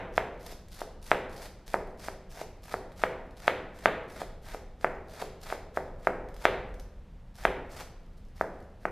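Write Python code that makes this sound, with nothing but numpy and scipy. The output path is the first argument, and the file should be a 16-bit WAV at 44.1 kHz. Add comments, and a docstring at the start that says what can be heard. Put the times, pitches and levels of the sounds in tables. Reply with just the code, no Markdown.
"""Over a low steady rumble, a cook shreds cabbage on a plastic board that lies on a steel counter.
In each stroke the top leaf snaps, then cells burst in a swelling crunch as the knife sinks through.
Most strokes end in a short knock on the board; the counter rings faintly and the hard-walled kitchen
reverberates. After six seconds the strokes thin out and a deep drone swells for a moment; single
leaves snap, and a few last cuts follow amid the faint rustle of shreds."""
import sys
import numpy as np
from scipy import signal
from scipy.fft import rfft, irfft, next_fast_len
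from scipy.io import wavfile
from scipy.ndimage import map_coordinates

SR = 44100
rng = np.random.default_rng(int(sys.argv[2]) if len(sys.argv) > 2 else 0)


def master(y):
    """Save y as 16-bit WAV."""
    cut = np.clip(np.atleast_2d(y).T, -1, 1)
    pcm = np.round(cut * 32767)  # scale
    wavfile.write(sys.argv[1], SR, pcm.astype(np.int16))


N = 392931


def amp(db):
    """Amplitude ratio of a level in decibels."""
    return 10 ** (np.asarray(db) / 20)


def unit(x):
    """Normalisation to rms 1."""
    return x / np.sqrt(np.mean(x ** 2) + 1e-20)


def along(points, hz):
    """Interpolation of (f/Hz, value) points on a logarithmic frequency axis."""
    f, values = np.transpose(points)
    return np.interp(np.log(hz + 1), np.log(f + 1), values)


def curve(rows):
    """Linear interpolation of (t/s, value) rows at every sample."""
    return np.interp(np.arange(N) / SR, *np.transpose(rows))


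def filtered(x, response):
    """Linear filtering: the spectrum of x times a complex frequency response."""
    n = x.shape[-1]
    padded = next_fast_len(n + 8192)
    hz = np.fft.rfftfreq(padded, 1 / SR)
    return irfft(rfft(x, padded) * response(hz), padded)[..., :n]


def coloured(x, spectrum):
    """Spectral shaping by (f/Hz, level/dB) points, normalised to rms 1."""
    return unit(filtered(x, lambda hz: amp(along(spectrum, hz))))


def resonance(f, hz, width):
    """Frequency response of a damped harmonic oscillator."""
    return 1j * f * width / (hz * hz - f * f + 1j * f * width)


def add(track, s, sound):
    """Superposition: a sound joins the track at s seconds, which may be negative."""
    start = round(s * SR)
    part = sound[..., max(-start, 0):max(N - start, 0)]
    track[..., max(start, 0):][..., :part.shape[-1]] += part


# spectral density of the room noise: f/Hz, level/dB
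AIR_SPECTRUM = [(12, -14), (24, 7), (45, -4), (85, -6), (110, -12), (190, -11.5), (300, -24.5),
                (500, -24.5), (1000, -32), (2000, -38), (4000, -45), (8000, -54.5), (14500, -61)]
# envelope of the drone: t/s, level/dB
DRONE_ENVELOPE = [(6.1, -60), (6.5, -40), (7.1, -50), (7.5, -43), (7.8, -59)]

def background(air_db=-48, drone_hz=43, drone_width_hz=15, hiss_side_db=-89):
    """Broadband noise gives a steady rumble and hiss, narrowband noise a drone that comes and goes."""
    air = amp(air_db) * coloured(rng.standard_normal(N), AIR_SPECTRUM)
    drone = unit(filtered(rng.standard_normal(N), lambda f: resonance(f, drone_hz, drone_width_hz) ** 2))
    side = amp(hiss_side_db) * unit(filtered(rng.standard_normal(N), lambda f: f > 5000))
    return air + amp(curve(DRONE_ENVELOPE)) * drone + np.array([side, -side])


# reverberation time of the kitchen: f/Hz, T60/s
REVERB_TIME = [(150, 1.5), (450, 1.01), (1000, 0.82), (2500, 0.6447), (5000, 0.55), (9000, 0.38),
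               (14000, 0.3)]
# colour of the reverberant field: f/Hz, level/dB
REVERB_SPECTRUM = [(100, 11.5), (270, -3.5), (420, 8), (600, -2.5), (800, -4), (1200, -5.5), (2200, -2),
                   (5000, -1), (14000, -1)]

def kitchen(x, wet_db):
    """Diffuse field added to the direct sound: each band stores energy, which decays exponentially."""
    hz, t, bands = signal.stft(x, SR, nperseg=256)
    retained = amp(-120 * t[1] / along(REVERB_TIME, hz))  # share of energy left after one frame
    energy = np.array([signal.lfilter([0, (1 - k) / 2, (1 - k) / 2], [1, -k], abs(band) ** 2)
                       for k, band in zip(retained, bands)])
    noise = signal.stft(rng.standard_normal((2, len(x))), SR, nperseg=256)[2]
    field = noise / noise.std() * np.sqrt(energy) * amp(wet_db + along(REVERB_SPECTRUM, hz))[:, None]
    field[1] *= np.interp(hz, [3700, 5600], [0, .88])[:, None]  # only the treble is wide
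    mid, side = signal.istft(field, SR, nperseg=256)[1][:, :len(x)]
    return x + np.array([mid + side, mid - side])


def near_walls(x, echo_db=-23.0, count=9):
    """Early reflections: worktop, stove and the cook's body return weak, delayed copies."""
    delay_s = rng.uniform(.003, .033, count)
    sign = rng.choice([-1, 1], count)
    return filtered(x, lambda f: 1 + amp(echo_db) * sign @ np.exp(-2j * np.pi * np.outer(delay_s, f)))


def crackle(size, rate, spread_db):
    """Poisson process: cells burst independently, rate times a second, in clicks of unequal size."""
    bursts = rng.random(size) < rate / SR
    pulse, strength = rng.standard_normal((2, size))
    return bursts * pulse * amp(spread_db * np.clip(strength, -2, 2))


# spectral density of tearing cells: f/Hz, level/dB
TEAR_SPECTRUM = [(300, -29.5), (1000, 9), (1900, 5), (3000, 10.5), (5000, 13.5), (7000, 7.5), (9000, 5.5),
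                 (12000, 6), (14500, 0)]
# points at which leaves vary in colour: f/Hz
LEAF_BANDS = [1500, 2200, 3200, 4500, 6000, 7500, 9500, 12000, 14500]

def leaf(x, vary_db=1):
    """Source and filter: tearing cells sound through a leaf, each leaf with a colour of its own."""
    own_colour = np.column_stack([LEAF_BANDS, vary_db * rng.standard_normal(len(LEAF_BANDS))])
    return coloured(coloured(x, TEAR_SPECTRUM), own_colour)


# envelope of the rustle as the fingers rest, then gather the shreds: t/s, level/dB
RUSTLE_ENVELOPE = [(6.8, -1), (7.1, -20.5), (7.7, 0), (8.2, 0.5), (8.7, -1)]

def shreds(rustle_db=-83):
    """Noise modulated by random pulses: loose shreds shift under the fingers in faint ticks."""
    t = np.arange(SR // 20) / SR
    slips = abs(crackle(N, rate=40, spread_db=1.5))
    stirring = signal.fftconvolve(slips, np.exp(-t / .004))[:N]
    rustle = unit(stirring * coloured(rng.standard_normal(N), TEAR_SPECTRUM))
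    return kitchen(amp(rustle_db + curve(RUSTLE_ENVELOPE)) * rustle, wet_db=-1)


# lightly damped modes of the counter, the lowest a dull shudder: f/Hz, level/dB, T60/s
COUNTER_MODES = [(52, 11, .45), (186, 0, .9), (382, 2, .7), (430, -1, .65), (504, 0.5, .8), (648, -9, .7),
                 (813, -12, .8), (930, -10, .6), (1916, -12, .55)]

def counter(knock, ring_db=-56):
    """Free vibration: the steel top rings on after a knock, a little differently for each spot."""
    t = np.arange(SR) / SR
    hz, db, t60 = np.transpose(COUNTER_MODES)[:, :, None]
    strength = amp(ring_db + db + 2 * rng.standard_normal(hz.shape))
    modes = strength * amp(-60 * t / t60) * np.sin(2 * np.pi * (hz * t + rng.random(hz.shape)))
    return signal.fftconvolve(knock, modes.sum(0))


def bending(force, top_hz=3900):
    """Dispersion: bending waves carry treble ahead of bass; the soft plastic absorbs the highest."""
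    dispersed = filtered(force, lambda f: (1j * f - 2600) / (1j * f + 2600))  # all-pass
    absorption = signal.butter(4, top_hz, fs=SR, output="sos")
    return signal.sosfilt(absorption, dispersed)


# heavily damped modes of the board and the knife on it: f/Hz, bandwidth/Hz, level/dB
BOARD_MODES = [(475, 101.7, -10), (690.6, 182, 8), (902, 180, 0.6), (1248, 207, 1.5), (1550, 305, -1),
               (1880, 320, -9.5), (2070, 58, -11.5), (3135, 830, -18)]

def board(force, clack_db=0, spot_db=0.5, notch_hz=2990, notch_width_hz=220):
    """Modal superposition: the board's modes answer a force and cancel at one antiresonance."""
    upper = np.transpose(BOARD_MODES)[0] > 1000
    gains = amp(spot_db * rng.standard_normal(len(BOARD_MODES)) + clack_db * upper)
    modes = lambda f: sum(gain * amp(db) * resonance(f, hz, width)
                          for gain, (hz, width, db) in zip(gains, BOARD_MODES))
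    return filtered(force, lambda f: modes(f) * (1 - resonance(f, notch_hz, notch_width_hz)))


# leaves and ribs bent until they break: t/s, snap level/dB, level of the board's jolt/dB
LEAF_BREAKS = [(0.684, -48.5, -37), (1.295, -49, -25), (1.6794, -41, -18), (2.9194, -54, -22.5),
               (3.3089, -53, -30.5), (4.811, -48, -20.5), (5.5018, -49, -5.5), (6.2871, -51.5, -26),
               (6.342, -43.5, -33), (6.3649, -44.5, -21.5), (6.7415, -48.5, -31.5), (6.797, -39.5, -26.5),
               (7.3552, -53, -29)]

def snaps(snap_db=-7, top_leaf_db=-4):
    """Brittle fracture: a leaf breaks in one burst as each stroke begins, and now and then between."""
    out, t = np.zeros(N), np.arange(SR // 20) / SR
    burst = lambda: leaf(crackle(len(t), rate=9000, spread_db=3)) * np.exp(-t / .004)
    for landing, length, crunch_db, _, _ in KNIFE_STROKES:
        add(out, landing - length, amp(crunch_db + top_leaf_db + snap_db) * burst())
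    for s, db, jolt_db in LEAF_BREAKS:
        snap = amp(db + snap_db) * burst()
        jolt = board(bending(amp(jolt_db) * (t == 0)))
        add(out, s, snap + jolt)
    return kitchen(out, wet_db=-1)


# share of thick, juicy ribs under the blade: t/s, level/dB
RIB_SHARE = [(0.8, 1), (2, 4.5), (3.5, 11), (4.5, 11), (5.5, 11), (6.5, 8.5), (8.8, 9)]

def crunch(crisp_db=-2, rib_db=2, swell_db=4.5, layer_hz=160, layer_db=3, bite_s=0.012, release_s=0.0109):
    """Progressive fracture: layer after layer tears until the blade lands; deep ribs shake the board."""
    out, t = np.zeros(N), np.arange(SR // 4) / SR
    for landing, length, crunch_db, _, _ in KNIFE_STROKES:
        depth = np.clip(t / length, 0, 1)
        layers = layer_db * map_coordinates(rng.standard_normal(256), [t * layer_hz], mode="wrap")
        force = amp(crunch_db - swell_db * (1 - depth) + layers)
        force *= np.minimum(t / bite_s, 1) * np.exp(-np.maximum(t - length, 0) / release_s)
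        thick_db = np.interp(landing, *np.transpose(RIB_SHARE))
        crisp = amp(crisp_db) * leaf(crackle(len(t), rate=2600, spread_db=3))
        ribs = amp(rib_db + thick_db) * depth * unit(board(crackle(len(t), rate=3000, spread_db=1.5)))
        add(out, landing - length, force * (crisp + ribs))
    return kitchen(out, wet_db=-1)


# the blade moves along the board: t/s, level of the upper board modes/dB, level of the counter/dB
STRIKE_SPOTS = [(1.1, -0.5, -0.5), (3.0, 0.2, 0), (3.6, 2.4, -2), (7.5, 1.9, -0.5), (8.4, 2.5, -5)]
# the blade sinks through the leaves and lands, most faintly on a bed of shreds:
# landing t/s, time in the leaves/s, crunch level/dB, blow level/dB, contact time/ms
KNIFE_STROKES = [(-0.08, .05, -56, 17, 0.34), (0.1791, 0.055, -55, 15, 0.33),
                 (0.524, 0.13, -54.5, -2.5, 1.8), (0.817, 0.11, -52, 4.5, 0.78),
                 (1.1159, 0.1, -53, 18.5, 0.31), (1.457, 0.16, -53.5, -14, 1),
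                 (1.742, 0.082, -54, 14, 0.58), (2.0844, .11, -54, 3, 0.49), (2.4147, 0.12, -54, 3.5, 1.13),
                 (2.7407, 0.12, -55, 9.5, 0.62), (3.037, 0.079, -56, 15.5, 0.37),
                 (3.4795, 0.12, -58.5, 16, 0.24), (3.8577, 0.13, -63, 19, 0.31),
                 (4.2172, 0.14, -59.5, 5, 0.99), (4.546, 0.13, -59, 1.5, 0.88),
                 (4.845, 0.05, -61.5, 15, 0.51), (5.2232, 0.15, -58.5, 7, 1.03),
                 (5.525, 0.12, -54.5, 8, 0.72), (5.7727, 0.038, -58.5, 11, 0.65),
                 (6.0714, 0.078, -64, 17, 0.53), (6.4535, 0.086, -57, 18, 0.25),
                 (7.4523, 0.11, -55, 16.5, 0.31), (7.812, 0.12, -55, -4.5, 1),
                 (8.4112, 0.062, -61.5, 13.5, 0.67), (8.8537, 0.057, -70, 11, 0.52)]

def chops(tick_db=-46, tick_t60=0.035, clean_ms=0.67):
    """Contact time sets bandwidth: a blow cushioned by leaves is dull, a clean one bright with a tick."""
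    out, t = np.zeros((2, N)), np.arange(SR // 20) / SR
    spot_s, clack_db, ring_db = np.transpose(STRIKE_SPOTS)
    for s, _, _, blow_db, contact_ms in KNIFE_STROKES:
        push = np.sin(np.pi * np.minimum(1000 * t / contact_ms, 1)) ** 2
        force = amp(blow_db) * push / push.sum()
        knock = board(bending(force), np.interp(s, spot_s, clack_db))
        tick = coloured(rng.standard_normal(len(t)), TEAR_SPECTRUM) * amp(-60 * t / tick_t60)
        tick *= amp(blow_db + tick_db) * clean_ms / contact_ms / np.linalg.norm(tick)
        impact = np.pad(near_walls(knock + tick), (len(t), SR))  # space for the reverberation
        add(out, s - len(t) / SR, kitchen(impact, wet_db=-4.5))
        add(out, s, counter(knock * amp(np.interp(s, spot_s, ring_db))))
    return out


def scene():
    """Superposition of knocks, crunch, leaf noises and background, in stereo."""
    return chops() + crunch() + snaps() + shreds() + background()


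def record(dry, ceiling=.95, top_hz=14600):
    """Soft saturation rounds the highest peaks; a steep low-pass limits the bandwidth."""
    rounded = dry / (1 + (dry / ceiling) ** 6) ** (1 / 6)
    return filtered(rounded, lambda hz: 1 / np.sqrt(1 + (hz / top_hz) ** 160))


dry = scene()
out = record(dry)
master(out)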